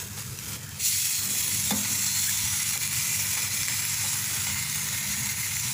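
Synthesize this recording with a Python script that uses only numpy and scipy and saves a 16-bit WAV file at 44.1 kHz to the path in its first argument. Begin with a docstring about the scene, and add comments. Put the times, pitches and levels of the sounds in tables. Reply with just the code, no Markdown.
"""Chicken is flipped on a flat iron pan. At first oil hisses on bare iron (coloured noise) over fan noise
(wavering tones, rumble, airy noise); spatula knocks (ringing modes) and spits (short pitched puffs) begin.
At 0.78 s the meat lands: dense fizz and deeper steam (noise roughened by bursts), with narrow resonant hisses;
the airy noise is turned down just after, then back up by a level curve.
The hardest knock comes at 1.7 s, a squeak (gliding tone) at 2.25 s; frying goes on."""
import sys
import numpy as np
from scipy import signal
from scipy.fft import rfft, irfft, next_fast_len
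from scipy.io import wavfile
from scipy.ndimage import uniform_filter1d, map_coordinates

SR = 44100
rng = np.random.default_rng(int(sys.argv[2]) if len(sys.argv) > 2 else 0)


def inscribe(sig):
    """Save sig as 16-bit PCM at rate SR to the path in sys.argv[1].

    A 1-D sig is mono; a 2-D sig holds one channel per row.
    Samples are clipped to [-1, 1] before scaling.
    """
    pcm = np.round(np.clip(np.atleast_2d(sig).T, -1, 1) * 32767)
    wavfile.write(sys.argv[1], SR, pcm.astype(np.int16))


N = 252693


def amp(db):
    """dB to amplitude factor."""
    return 10 ** (np.asarray(db) / 20)


def unit(x):
    """x at rms 1."""
    return x / np.sqrt(np.mean(x ** 2) + 1e-20)


def curves(rows):
    """One value per sample for each column after the time."""
    time_s, *columns = np.transpose(rows)
    return [np.interp(np.arange(N) / SR, time_s, column) for column in columns]


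def peaks(rows, rise_s, fall_s):
    """dB curve of (peak_s, height_db) events that rise and fall in straight lines."""
    t = np.arange(N) / SR
    return sum(db * np.interp(t, [s - rise_s, s, s + fall_s], [0, 1, 0]) for s, db in rows)


def wobble(rate_hz):
    """A smooth random curve, rate_hz knots a second."""
    knots = rng.standard_normal(int(N * rate_hz / SR) + 4)
    return map_coordinates(knots, [np.arange(N) * rate_hz / SR])


def filtered(x, response):
    """x times a response of frequency."""
    m = next_fast_len(N + 8192)
    return irfft(rfft(x, m) * response(np.fft.rfftfreq(m, 1 / SR)), m)[..., :N]


def above(x, corner_hz):
    """A steep high-pass, halved in amplitude at the corner."""
    return filtered(x, lambda hz: hz ** 6 / (hz ** 6 + corner_hz ** 6))


def coloured(x, points):
    """x shaped by (freq_hz, density_db) points, joined on a log frequency axis, at rms 1."""
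    freq_hz, db = np.transpose(points)
    return unit(filtered(x, lambda hz: amp(np.interp(np.log(hz + 1), np.log(freq_hz + 1), db))))


def patchy_noise(patchy_db, streak_db=2.5):
    """White noise whose gain drifts in short wide patches and in long narrow streaks."""
    z = signal.stft(rng.standard_normal(N), nperseg=512)[2]

    def field(bins, frames):
        smooth = uniform_filter1d(rng.standard_normal(z.shape), bins, 0)
        return unit(uniform_filter1d(smooth, frames, 1))

    gain_db = patchy_db * field(6, 8) + streak_db * field(2, 50)
    return unit(signal.istft(z * amp(gain_db), nperseg=512)[1][:N])


def bursts(rate_hz, spread_db, decay_s):
    """Random bubble bursts as an envelope: sharp rise, exponential decay, a few much larger."""
    when, size = rng.random((2, 40000))
    keep = np.arange(40000) < rate_hz * N / SR
    heights = (1 - size) ** (-spread_db * np.log(10) / 20)
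    spikes = np.bincount((when * N).astype(int), keep * heights, N)
    return unit(signal.lfilter([1], [1, -np.exp(-1 / (decay_s * SR))], spikes))


# oil on bare iron while the meat is lifted: (time_s, level_db)
LIFT_LEVELS = [(0.0, -33.5), (0.088, -42), (0.136, -41), (0.196, -35), (0.242, -40), (0.4, -40.5),
               (0.542, -34.5), (0.59, -42.5), (0.785, -41.5)]
# its colour: (freq_hz, density_db)
BARE_COLOUR = [(530, -49), (900, -8.5), (1600, -10), (1990, -10), (2660, -5), (2930, -10), (3190, -6),
               (3380, -10), (7400, -3), (8150, -8), (11700, -8.5), (12900, -18), (14900, -3), (16000, -27)]


def bare_oil(crackle):
    """Oil on bare iron: coloured noise roughened by bursting bubbles."""
    noise = patchy_noise(patchy_db=0.0, streak_db=2.0)
    level_db, = curves(LIFT_LEVELS)
    return amp(level_db) * coloured(noise * (1.7 + crackle), BARE_COLOUR)


# frying under way: (time_s, level_db, steam_re_fizz_db)
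FRY_LEVELS = [(0.8, -32, -8), (0.86, -22.5, -12), (0.93, -25.5, -9.5), (1, -24.5, -12),
              (1.23, -26.5, -11.5), (1.55, -26, -14.5), (2.1, -27.5, -10.5), (2.31, -25.5, -10.5),
              (2.45, -27, -9), (2.85, -28, -10), (3.34, -27, -9.5), (3.85, -29, -7.5), (4.03, -28, -8),
              (4.45, -29, -7.5), (4.75, -30, -7), (5.73, -30, -7.5)]
# brief dips of the sizzle: (dip_s, depth_db)
LULL_DIPS = [(1.28, 2.5), (1.61, 1.5), (1.735, 4.5), (1.855, 2.5), (2.785, 6.5), (2.89, 5.5), (3.4, 3),
             (3.49, 4.5), (3.668, 2), (3.97, 2.5), (4.565, 2.5), (4.65, 2.5), (5.345, 3.5)]
LULL_FALL_S, LULL_RISE_S = 0.033, 0.036
LAND_S, LAND_TAKES_S = 0.779, 0.025


def frying():
    """Bare oil gives way to frying meat as it lands; the boiling surges in all layers at once."""
    level_db, steam_db = curves(FRY_LEVELS)
    level_db = level_db - peaks(LULL_DIPS, LULL_FALL_S, LULL_RISE_S)
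    landed = np.interp(np.arange(N) / SR, [LAND_S, LAND_S + LAND_TAKES_S], [0, 1])
    surge_db = 0.21 * wobble(30) + 0.84 * wobble(90)
    crackle = bursts(rate_hz=1500, spread_db=1.0, decay_s=0.00082)
    gulps = bursts(rate_hz=330, spread_db=2.5, decay_s=0.0071)
    meat = fizz(crackle) + steam(steam_db, crackle, gulps) + pockets(0.95 + gulps)
    return amp(surge_db) * (landed * amp(level_db) * meat + (1 - landed) * bare_oil(crackle))


# gain curve of the airy noise, dips included: (time_s, relative_level_db)
AIR_LEVELS = [(0.0, -56.5), (0.27, -60.5), (0.6, -55), (0.79, -59.5), (0.84, -68), (1.16, -70), (1.22, -51),
              (1.4, -56), (1.98, -54), (2.08, -61), (2.41, -64), (2.65, -59.5), (3.02, -59.5),
              (3.51, -57.5), (3.86, -60), (4.3, -53.5), (4.56, -58), (5.73, -59)]
# blade tones: (freq_hz, relative_level_db, unsteadiness_hz)
BLADE_TONES = [(74, -29, 6.7), (100, -1.5, 3.006), (124.2, -8, 5), (146.4, -3.5, 3.3), (196.7, -7, 1.515),
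               (404.4, -22.5, 1.294)]
# rumble colour: (freq_hz, density_db)
RUMBLE_COLOUR = [(12, -55), (20, -16), (38, -32.5), (76, -2.5), (113, 1), (171, -9.5), (206, -10.5),
                 (330, -20.5), (430, -58), (730, -120)]
# air colour: (freq_hz, density_db)
AIR_COLOUR = [(120, -28), (200, 0), (227, -14.5), (318, -13.5), (361, -17.5), (393, -11.5), (427, -13),
              (685, -17), (875, -17), (1500, -14), (1950, -12.5), (3300, -120)]
DRONE_DB = -44.5  # mean level of the tones, and of the rumble
DRONE_FOLLOWS = 0.18  # share of the air curve's dB swings applied to the drone


def fan():
    """Blade tones waver in strength and phase over rumble and airy noise; a level curve scales them."""
    t = np.arange(N) / SR
    air_db, = curves(AIR_LEVELS)
    drone_db = DRONE_DB + DRONE_FOLLOWS * (air_db - air_db.mean())
    tones = np.zeros(N)
    for hz, db, rate_hz in BLADE_TONES:
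        strength = amp(db + 2.2 * wobble(rate_hz))
        tones += strength * np.sin(2 * np.pi * hz * t + 1.44 * wobble(rate_hz))
    drone = unit(tones) + coloured(patchy_noise(patchy_db=2.0), RUMBLE_COLOUR)
    air = coloured(patchy_noise(patchy_db=2.5), AIR_COLOUR)
    return amp(drone_db) * drone + amp(air_db + 7) * air


# spatula on pan: (start_s, relative_level_db, upper_modes_db)
KNOCK_EVENTS = [(0.174, -46.5, 3.5), (0.519, -41, -23), (1.279, -36, -9), (1.459, -42, -10),
                (1.707, -19, -5), (2.755, -44, 3), (3.369, -46, 7.5), (4.039, -42.5, 4),
                (4.468, -33.5, -5.5), (5.169, -34, -14)]
# ringing modes of the pan: (freq_hz, relative_level_db, t60_s)
PAN_MODES = [(204.4, -3.5, 0.44), (215.8, -0.5, 0.21), (245, -7, 0.37), (286, -13, 0.17), (492, -12, 0.14),
             (536, -11.5, 0.33), (820, 2.5, 0.066), (890, -15, 0.54), (1074, -13, 0.057), (1183, -12, 0.26),
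             (1716, -3.5, 0.039), (3530, -4, 0.11), (5400, -12, .03)]


def spatula():
    """Knocks ring the pan: edge blows stir the upper modes more, low modes answer as it rocks on the grate."""
    out, t = np.zeros(N + SR), np.arange(SR // 2) / SR
    scatter_db = rng.normal(0, 1.34, (len(KNOCK_EVENTS), len(PAN_MODES)))
    rattles = rng.standard_normal((len(KNOCK_EVENTS), len(t)))
    buzz_band = signal.butter(2, [250, 1300], "band", fs=SR)
    for (s, db, upper_db), row_db, rattle in zip(KNOCK_EVENTS, scatter_db, rattles):
        for (hz, mode_db, t60_s), chance_db in zip(PAN_MODES, row_db):
            upper = hz > 400
            late_s = 0 if upper else 0.009
            stir_db = upper_db + 0.5 if upper else -2.5
            rise = 1 - np.exp(-t * hz / 1.2)  # the plate takes part of a cycle to swing up
            gain = amp(db + stir_db + mode_db + chance_db - 60 * t / t60_s)
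            out[round((s + late_s) * SR):][:len(t)] += gain * rise * np.sin(2 * np.pi * hz * t)
        grate_buzz = unit(signal.lfilter(*buzz_band, rattle))
        steel_clack = above(np.pad(rattle, (0, N)), corner_hz=1500)[:len(t)]
        hit = out[round(s * SR):][:len(t)]  # a view: adding here adds to out
        hit += amp(db + upper_db - 17 - 60 * t / 0.69) * grate_buzz
        hit += amp(db + upper_db + 5 - 60 * t / 0.04) * steel_clack
    return out[:N]


# droplets: (start_s, relative_level_db, pitch_hz, relative_plop_db)
SPIT_EVENTS = [(0.3883, -19, 6000, -36), (0.4369, -27, 7400, -29), (0.5328, -23, 7600, -29),
               (0.692, -27, 7450, -23), (0.8764, -20, 6070, -17), (0.9594, -19, 8000, -25),
               (1.4798, -13, 10500, -24), (2.294, -13, 7500, -15), (2.7758, -13.5, 7270, -21),
               (2.876, -15, 11040, -24), (2.9297, -17, 10900, -23), (3.6323, -16.5, 5470, -9),
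               (3.6833, -13, 7500, -7), (3.7704, -26, 7640, -22), (3.8516, -15, 11100, -16),
               (4.1314, -16, 6660, -27), (4.2424, -16, 6690, -24), (4.4664, -20, 6500, -8),
               (4.545, -21, 6520, -6), (4.583, -17, 6600, -12), (4.6254, -17, 6740, -11),
               (4.6972, -17, 7330, -18), (4.7274, -25.5, 7900, 1), (4.7514, -23, 6770, -3),
               (4.8868, -16, 6320, -22), (5.2589, -17, 7600, -13), (5.5682, -19.5, 6030, -2.5)]


def spits():
    """Each water droplet explodes in the oil: a puff of a few ms with a pitched centre and a lower plop."""
    out, t = np.zeros(N + SR), np.arange(SR // 50) / SR
    snaps = rng.standard_normal((len(SPIT_EVENTS), len(t)))

    def puff(rise_s):
        return t / rise_s * np.exp(1 - t / rise_s)

    for (s, db, hz, plop_db), snap in zip(SPIT_EVENTS, snaps):
        centre = 0.5 * np.sin(2 * np.pi * hz * t) + 0.34 * snap
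        plop = amp(plop_db) * np.sin(2 * np.pi * 2100 * t)
        burst = puff(rise_s=0.00066) * centre + puff(rise_s=0.00061) * plop
        out[round(s * SR):][:len(t)] += amp(db) * burst
    return above(out[:N], corner_hz=900)


# bursting bubbles: (freq_hz, density_db)
FIZZ_COLOUR = [(1470, -30.5), (2500, -9), (3110, -11), (3410, -5.5), (3800, -10), (4170, -4.5),
               (4690, -11.5), (5560, -2.5), (7420, 0), (8530, -6), (9510, -7), (11000, -2.5), (13500, -16),
               (14900, -2), (16000, -10.5)]


def fizz(crackle):
    """Bubbles bursting in thin oil: bright noise roughened by the bursts."""
    noise = patchy_noise(patchy_db=1.0, streak_db=2.0)
    return amp(-0.44) * coloured(noise * (2.7 + crackle), FIZZ_COLOUR)


# steam escaping under the meat: (freq_hz, density_db)
STEAM_COLOUR = [(350, -39), (600, -7), (674, -40), (768, -11.5), (876, -5), (1080, -11), (1550, -7),
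                (1680, -10), (2030, -0.5), (2970, -8.5), (3130, -22), (3540, -11.5), (3800, -10),
                (4940, -7.5), (8360, -120)]
# steam puffs out, or sinks where negative: (peak_s, change_db)
STEAM_PUFFS = [(1.72, 10.5), (1.85, 10), (2.28, -5), (2.76, 4), (2.92, 2), (3.38, 7), (4.57, 4),
               (4.65, 1.5)]
PUFF_RISE_S, PUFF_FALL_S = 0.02, 0.03


def steam(level_db, crackle, gulps):
    """Steam escapes in gulps under the meat; its deeper part builds once the meat lies flat."""
    t = np.arange(N) / SR
    noise = patchy_noise(patchy_db=0.0, streak_db=1.44)
    hiss = coloured(noise * (1.4 + 0.41 * crackle + 0.63 * gulps), STEAM_COLOUR)
    seated = np.interp(t, [0.95, 1.5], [0.3, 1])
    hiss = seated * hiss + (1 - seated) * above(hiss, corner_hz=1880)
    level_db = level_db + peaks(STEAM_PUFFS, PUFF_RISE_S, PUFF_FALL_S)
    return amp(level_db - 1.5 + 0.2 * wobble(43)) * hiss


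# narrow hisses, perhaps steam pockets under the meat: (start_s, end_s, pitch_hz, relative_level_db)
POCKET_HISSES = [(0.787, 0.92, 5890, -12), (.79, .93, 7360, -14), (0.78, 0.963, 4360, -14),
                 (.9, 3.46, 3430, -30.5), (1.102, 1.28, 4320, -15), (1.2, 2.19, 10940, -16.5),
                 (1.9, 2.382, 7330, -10), (2.043, 2.298, 4220, -11.5), (2.298, 3.932, 2040, -19),
                 (2.4, 3.27, 10800, -12.5), (2.416, 4.14, 2363, -15), (2.5, 3.464, 2850, -22),
                 (2.953, 3.26, 6400, -13), (3.05, 4.29, 5230, -15.5), (3.55, 4.24, 7420, -12),
                 (3.7, 4., 11160, -14), (4.3, 5.77, 2092, -13.5), (4.55, 5.64, 1834, -20),
                 (4.7, 5.34, 6800, -11.5)]
POCKET_WIDTH = 0.065  # width over pitch of each of two stacked resonances


def pockets(boil):
    """Each pocket is a narrow resonance blown by the boiling, swelling in and out."""
    out, t = np.zeros(N), np.arange(N) / SR
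    for start_s, end_s, hz, db in POCKET_HISSES:
        width_hz = POCKET_WIDTH * hz

        def resonance(f):
            return (f * width_hz / (hz * hz - f * f + 1j * f * width_hz)) ** 2

        ramp_s = 0.18 * (end_s - start_s)
        swell = np.clip(np.minimum(t - start_s, end_s - t) / ramp_s, 0, 1)
        tone = filtered(boil * rng.standard_normal(N), resonance)
        out += amp(db) * swell * unit(tone)
    return out


# the blade slides on the iron: (start_s, end_s)
SLIDE_S = (2.245, 2.33)
SQUEAK_HZ, SQUEAK_DB = (1400, 2050), -40  # pitch from, to; level before roughening


def squeak():
    """A rough tone that glides up as the blade slides."""
    start_s, end_s = SLIDE_S
    t = np.arange(N) / SR
    swell = np.interp(t, [start_s, (start_s + end_s) / 2, end_s], [0, 1, 0])
    phase = 2 * np.pi * np.cumsum(np.interp(t, SLIDE_S, SQUEAK_HZ)) / SR
    rough = wobble(250) * np.sin(phase) + wobble(250) * np.cos(phase)
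    return amp(SQUEAK_DB) * swell * rough


def kitchen(x):
    """Nearby walls and the stove top answer with a short diffuse tail."""
    t = np.arange(SR // 3) / SR
    tail = rng.standard_normal(len(t)) * amp(-60 * t / 0.16) * (t > 0.002)  # t60 0.16 s
    return signal.fftconvolve(x, tail / np.linalg.norm(tail))[:N]


def scene():
    """Pan sounds with their reflections, and the fan."""
    pan = above(frying(), corner_hz=746) + spits() + spatula() + squeak()
    walls_db = -14
    return (pan + amp(walls_db) * kitchen(pan) + fan())[None]


TOP_HZ = 15560


def record(dry):
    """Brick-wall low-pass at the band limit."""
    return filtered(dry, lambda hz: hz < TOP_HZ)


dry = scene()
out = record(dry)
inscribe(out)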